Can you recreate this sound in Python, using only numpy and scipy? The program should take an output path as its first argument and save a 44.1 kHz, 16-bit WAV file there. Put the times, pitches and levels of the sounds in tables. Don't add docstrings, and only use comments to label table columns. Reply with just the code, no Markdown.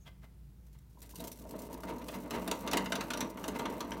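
import sys
import numpy as np
from scipy import signal
from scipy.fft import rfft, irfft
from scipy.io import wavfile
from scipy.ndimage import uniform_filter1d

SR = 44100
rng = np.random.default_rng(int(sys.argv[2]) if len(sys.argv) > 2 else 0)


def digitize_waveform(pressure):
    field = np.atleast_2d(pressure).T
    bounded = np.clip(field, -1, 1)
    quanta = np.round(bounded * 32767).astype(np.int16)
    wavfile.write(sys.argv[1], SR, quanta)


N = 176400

# f/Hz, relative level/dB
AIR_EQ = [(20,-35),(35,-12),(55,3.5),(90,-3),(140,0),(220,-13.5),(330,-18),(600,-28),(1200,-33.5),(3000,-38.5),(8000,-41),(16000,-38)]
SCUFF_EQ = [(60,-24),(280,6),(900,5.5),(1600,4.5),(3200,-3),(5000,-8),(9000,-11.5),(16000,-12)]
CLAW_EQ = [(150,-10),(600,3),(1800,-3),(4000,0.5),(7000,4.5),(9500,5),(10500,2.5),(12500,7.5),(16000,2.5)]
ROLL_EQ = [(50,-16.5),(110,-9),(180,2.5),(300,-1),(600,-0.5),(760,-11.5),(950,-2),(1400,-16),(2400,-21),(5000,-35.5),(15000,-52)]
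KNOCK_EQ = [(80,-22),(180,-9),(290,1.5),(700,2),(1300,4),(2200,-4),(3300,0.5),(4900,-4),(6500,-1.5),(8200,-6),(11000,-4.5),(16000,-7)]
# f/Hz, level/dB
HUM_PARTIALS = [(56.7,-56),(140,-67.5),(187.5,-68.5)]
# f/Hz, T60/s
ROOM_DECAY = [(200,0.17),(1000,0.52),(4000,0.28),(14000,0.15)]
SHELL_DECAY = [(200,0.13),(1000,0.13),(3000,0.057),(7000,0.044),(14000,0.017)]
# f/Hz, width/Hz, boost/dB
PLASTIC_MODES = [(193,12,8.5),(234.5,30,6),(287.8,28,9),(328,5.9,7),(431,17.4,7.5),(653,68,5),(928.5,39,8),(1180,12,7.5),(1370,18,0.5),(1563,20,6),(2069,57,7.5),(2790,270,5),(4040,660,4),(5820,300,4.5)]
WHEEL_MODES = [175, 294.6, 335, 479, 658.5]
# t/s, length/s, level/dB, f/Hz
CREAK_CUES = [(.004,0.059,-72.5,6500),(0.06,0.034,-59.5,3240),(1.194,0.029,-56,3830)]
# t/s, length/s, relative level/dB
SCUFF_CUES = [(0.048,0.053,-55),(0.214,0.052,-58.5),(0.734,0.037,-67),(1.02,0.045,-58),(1.172,0.083,-56),(1.861,0.065,-44.5),(2.008,0.024,-49),(2.12,0.044,-44.5),(2.32,0.06,-40.5),(2.717,0.03,-38),(3.539,0.039,-41)]
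# t/s, relative level/dB, struck spot's f/Hz
PAW_CUES = [(.064,-67,1547),(.232,-70,1540),(0.972,-62,987),(1.137,-55,974),(1.452,-48,596),(1.538,-43,616),(1.696,-57,940),(2.086,-44,612)]
# t/s, relative level/dB, fade/s
CLAW_CUES = [(0.729,-67,0.013),(.787,-63.5,0.0044),(1.004,-59,.004),(1.018,-53,0.011),(1.1564,-46,0.0081),(1.1844,-52,0.0029),(1.2027,-47,.009),(1.2394,-47,0.0076),(1.247,-50,0.0087),(1.273,-46,0.0046),(1.278,-42.5,0.0049),(1.3161,-46,0.008),(1.327,-53,.006),(1.3875,-59,0.0092),(1.422,-59,0.0044),(1.491,-56,.006),(1.509,-48,0.005),(1.5894,-51.5,0.013),(1.6185,-50,0.0072),(1.7282,-51,0.0096),(1.7415,-49,0.0046),(1.805,-55,0.0044),(1.983,-54.5,0.0057),(2.083,-45.5,0.0077),(2.141,-53.5,0.016),(2.608,-50,0.0051),(3.588,-49,0.0079),(3.779,-57,0.0069),(3.907,-50,0.0036)]
# t/s, relative level/dB, most excited f/Hz
THUMP_CUES = [(1.177,-41.5,169),(1.195,-45,620),(1.232,-54,300),(1.521,-47,220),(1.905,-42.5,350),(2.748,-38,350),(3.235,-41,377)]
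# t/s, relative level/dB
PATTER_FADER = [(.6,-98),(.67,-67),(.7,-90),(.96,-75.5),(1.03,-56.5),(1.25,-61.5),(1.8,-60.5),(2.2,-59.5),(2.75,-57.5),(3.35,-60),(3.6,-59.5),(4,-61)]
ROLL_FADER = [(0.95,-64.5),(1.17,-58.5),(1.245,-42.5),(1.35,-59),(1.42,-51),(1.51,-49.5),(1.54,-44),(1.7,-47),(1.73,-43.5),(1.82,-49),(1.915,-38),(1.95,-43.5),(2.12,-47.5),(2.16,-39),(2.22,-46.5),(2.26,-42),(2.29,-45.5),(2.35,-36),(2.44,-41),(2.52,-39),(2.6,-46),(2.67,-37.5),(2.72,-41.5),(2.745,-33),(2.89,-42),(2.97,-39),(3.01,-37.5),(3.06,-44),(3.25,-37),(3.29,-47),(3.61,-38),(3.73,-39.5),(3.79,-42.5),(4.0,-41.5)]
# t/s, relative level/dB, treble tilt/(dB per octave), low shelf/dB, struck spot's f/Hz
KNOCK_CUES = [(1.834,-53,-3,5.5,1420),(2.085,-47,-4,-17,2590),(2.307,-43.5,1,-4,2750),(2.4765,-42.5,3.5,12,1680),(2.5128,-35.5,1.5,6,2770),(2.675,-39,-1.5,-8,3600),(2.7124,-40.5,1,1,5850),(2.732,-34.5,1,7,1990),(2.7706,-31.5,1,-4,1993),(2.8581,-41.5,-3.5,-19,1380),(2.9209,-33,-1.5,-6,1550),(2.9538,-39,1,-8,3830),(3.008,-36,-3,-21,1310),(3.1036,-36.5,-2,-19,1400),(3.1347,-38.5,-1.5,-26,1370),(3.173,-46.5,3.5,-5,5720),(3.206,-35,0.5,-12.5,5880),(3.3736,-53,-6,-7,2200),(3.44,-44.5,-1,-3,1750),(3.48,-43,4,15,1520),(3.5934,-43.5,-1.5,3,2070),(3.655,-41.5,-3.5,-6,2160),(3.805,-42,1,5.5,4170),(3.9178,-43.5,-5,-19,3110)]


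def amp(db):
    return 10 ** (np.asarray(db) / 20)


def unit(x):
    return x / np.sqrt(np.mean(x ** 2) + 1e-20)


def curve_at(points, hz):
    f, value = np.transpose(points)
    return np.interp(np.log(hz + 1), np.log(f + 1), value)


def fader(points):
    return amp(np.interp(np.arange(N) / SR, *np.transpose(points), left=-120))


def add(mix, start, sound):
    part = mix[max(round(start * SR), 0):][:len(sound)]
    part += sound[:len(part)]


def strike(t, rise_s, t60):
    return np.minimum(t / rise_s, 1) * 1e-3 ** (t / t60)


def noise_tail(decay, size, bands=8):
    t, hz = np.arange(size) / SR, np.fft.rfftfreq(size, 1 / SR)
    centres = np.geomspace(150, 15000, bands)
    spectrum = rfft(rng.standard_normal(size))
    tail = np.zeros(size)
    for centre, solo in zip(centres, np.eye(bands)):
        band = irfft(spectrum * curve_at(list(zip(centres, solo)), hz), size)
        tail += band * 1e-3 ** (t / curve_at(decay, centre))
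    return tail


def grains(per_s, spread_db):
    strength = amp(spread_db * np.minimum(rng.exponential(1, N), 3.5))
    return unit(strength * rng.choice([-1, 1], N) * (rng.random(N) < per_s / SR))


def plastic(x, eq, size=16384):
    hz = np.fft.rfftfreq(size, 1 / SR)
    peaks = sum((amp(boost) ** 2 - 1) / (1 + (2 * (hz - f) / width) ** 2)
                for f, width, boost in PLASTIC_MODES)
    db = curve_at(eq, hz) + 10 * np.log10(1 + peaks)
    cepstrum = irfft(np.log(amp(db)))
    cepstrum[1:size // 2] *= 2
    cepstrum[size // 2 + 1:] = 0
    ring = irfft(np.exp(rfft(cepstrum)))[:size // 2]
    return signal.fftconvolve(x, ring / np.linalg.norm(ring))[:N]


def spot_colour(hz, band_hz=706, spread_db=4.5, max_boost_db=3.5, count=12):
    cycles = hz[:, None] / (2 * band_hz) * rng.uniform(.2, 2, count) + rng.random(count)
    ripple = unit(np.cos(2 * np.pi * cycles).sum(1))
    depth = np.minimum(hz / 3270, 1)
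    return unit(amp(np.minimum(spread_db * ripple, max_boost_db) * depth))


def spot_ring(hz, t, scatter=0.06, count=3):
    detune = 1 + scatter * (2 * (np.arange(count) + rng.random(count)) / count - 1)
    cycles = hz * detune * t[:, None] + rng.random(count)
    return np.sin(2 * np.pi * cycles).sum(1) / np.sqrt(count)


def room_tone(air_db=-58):
    t, hz = np.arange(N) / SR, np.fft.rfftfreq(N, 1 / SR)
    air = unit(irfft(rfft(rng.standard_normal(N)) * amp(curve_at(AIR_EQ, hz)), N))
    hum = sum(amp(db) * np.sqrt(2) * np.sin(2 * np.pi * (f * t + rng.random()))
              for f, db in HUM_PARTIALS)
    return amp(air_db) * air + hum


def reverb(x, wet_db=-12, rise_s=0.006, size=20000):
    tail = noise_tail(ROOM_DECAY, size) * np.minimum(np.arange(size) / SR / rise_s, 1)
    return x + amp(wet_db) * signal.fftconvolve(x, tail / np.linalg.norm(tail))[:N]


def creaks(width_hz=150):
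    out = np.zeros(N)
    for start, length, db, hz in CREAK_CUES:
        progress = np.arange(0, 1, 1 / (length * SR))
        resonance = signal.iirpeak(hz, hz / width_hz, SR)
        squeak = signal.lfilter(*resonance, rng.standard_normal(N))[-len(progress):]
        add(out, start, amp(db) * unit(squeak) * np.sin(np.pi * np.sqrt(progress)))
    return out


def scuffs(trim_db=-0.5, peak_at=0.57):
    t = np.arange(N) / SR
    pressure = sum(amp(db) * np.interp(t, [start, start + peak_at * length, start + length], [0, 1, 0])
                   for start, length, db in SCUFF_CUES)
    return amp(trim_db) * plastic(pressure * grains(per_s=3400, spread_db=0), SCUFF_EQ)


def paws(ring_db=7.5, cutoff_hz=1010, size=8000):
    out, t = np.zeros(N), np.arange(size) / SR
    tap = strike(t, rise_s=0.0025, t60=0.07)
    padding = signal.butter(3, [cutoff_hz / 4, cutoff_hz], "bandpass", fs=SR, output="sos")
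    for start, db, spot_hz in PAW_CUES:
        thud = unit(signal.sosfilt(padding, rng.standard_normal(size)))
        add(out, start, amp(db) * tap * (thud + amp(ring_db) * spot_ring(spot_hz, t)))
    return out


def claws(tick_db=4, patter_db=-1.5, rise_s=0.0007, touch_fade_s=0.0072, size=3000):
    ticks, t, hz = np.zeros(N), np.arange(size) / SR, np.fft.rfftfreq(size, 1 / SR)
    attack = np.minimum(t / rise_s, 1)
    for start, db, fade_s in CLAW_CUES:
        noise = irfft(rfft(rng.standard_normal(size)) * spot_colour(hz))
        add(ticks, start, amp(db + tick_db) * attack * np.exp(-t / fade_s) * noise)
    touch = attack * np.exp(-t / touch_fade_s)
    touch_power = signal.fftconvolve(grains(per_s=170, spread_db=3.2) ** 2, touch ** 2)[:N]
    patter = unit(np.sqrt(abs(touch_power)) * rng.standard_normal(N))
    return plastic(ticks + amp(patter_db) * fader(PATTER_FADER) * patter, CLAW_EQ)


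def thumps(reach_octaves=0.79, size=12000):
    out, t, hz = np.zeros(N), np.arange(size) / SR, np.array(WHEEL_MODES)[:, None]
    boom = strike(t, rise_s=0.007, t60=0.23)
    for start, db, centre_hz in THUMP_CUES:
        weights = np.exp(-(np.log2(hz / centre_hz) / reach_octaves) ** 2)
        modes = np.sin(2 * np.pi * (hz * t + rng.random(hz.shape)))
        add(out, start, amp(db) * boom * (weights * modes).sum(0))
    return out


def rolling(trim_db=-1.5, crossover_hz=750, brighten=0.61, neutral_db=-42):
    gain = fader(ROLL_FADER)
    bumps = plastic(grains(per_s=900, spread_db=1.5), ROLL_EQ)
    bumps /= np.sqrt(uniform_filter1d(bumps ** 2, size=2600) + 1e-9)
    lows = signal.sosfiltfilt(signal.butter(2, crossover_hz, fs=SR, output="sos"), bumps)
    highs = (bumps - lows) * (gain / amp(neutral_db)) ** brighten
    return amp(trim_db) * gain * (lows + highs)


def knocks(clack_db=7.5, ring_db=1.5, rise_s=0.0011, shelf_hz=990, pivot_hz=3270, size=12000):
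    clacks, rings = np.zeros(N), np.zeros(N)
    t, hz = np.arange(size) / SR, np.fft.rfftfreq(size, 1 / SR)
    attack = np.minimum(t / rise_s, 1)
    ring_envelope = strike(t, rise_s, t60=0.052)
    for start, db, tilt_db, shelf_db, spot_hz in KNOCK_CUES:
        tilt = tilt_db * np.log2(np.maximum(hz, shelf_hz) / pivot_hz)
        shelf = shelf_db / (1 + (hz / shelf_hz) ** 4)
        colour = spot_colour(hz) * amp(tilt + shelf)
        chatter_s = 0.0028 * rng.uniform(.5, 2)
        for delay, gain in [(0, 1), (chatter_s, 0.45)]:
            clack = attack * irfft(rfft(noise_tail(SHELL_DECAY, size)) * colour)
            add(clacks, start + delay, gain * amp(db) * clack[:size // 2])
        add(rings, start, amp(db + ring_db) * ring_envelope * spot_ring(spot_hz, t))
    return amp(clack_db) * plastic(clacks, KNOCK_EQ) + rings


def scene():
    action = rolling() + knocks() + claws() + paws() + thumps() + scuffs() + creaks()
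    return (reverb(action) + room_tone())[None]


def record(dry, cutoff_hz=15950):
    high_cut = signal.firwin(511, cutoff_hz, window=("kaiser", 9), fs=SR)
    return signal.oaconvolve(dry, high_cut[None], "same")


dry = scene()
out = record(dry)
digitize_waveform(out)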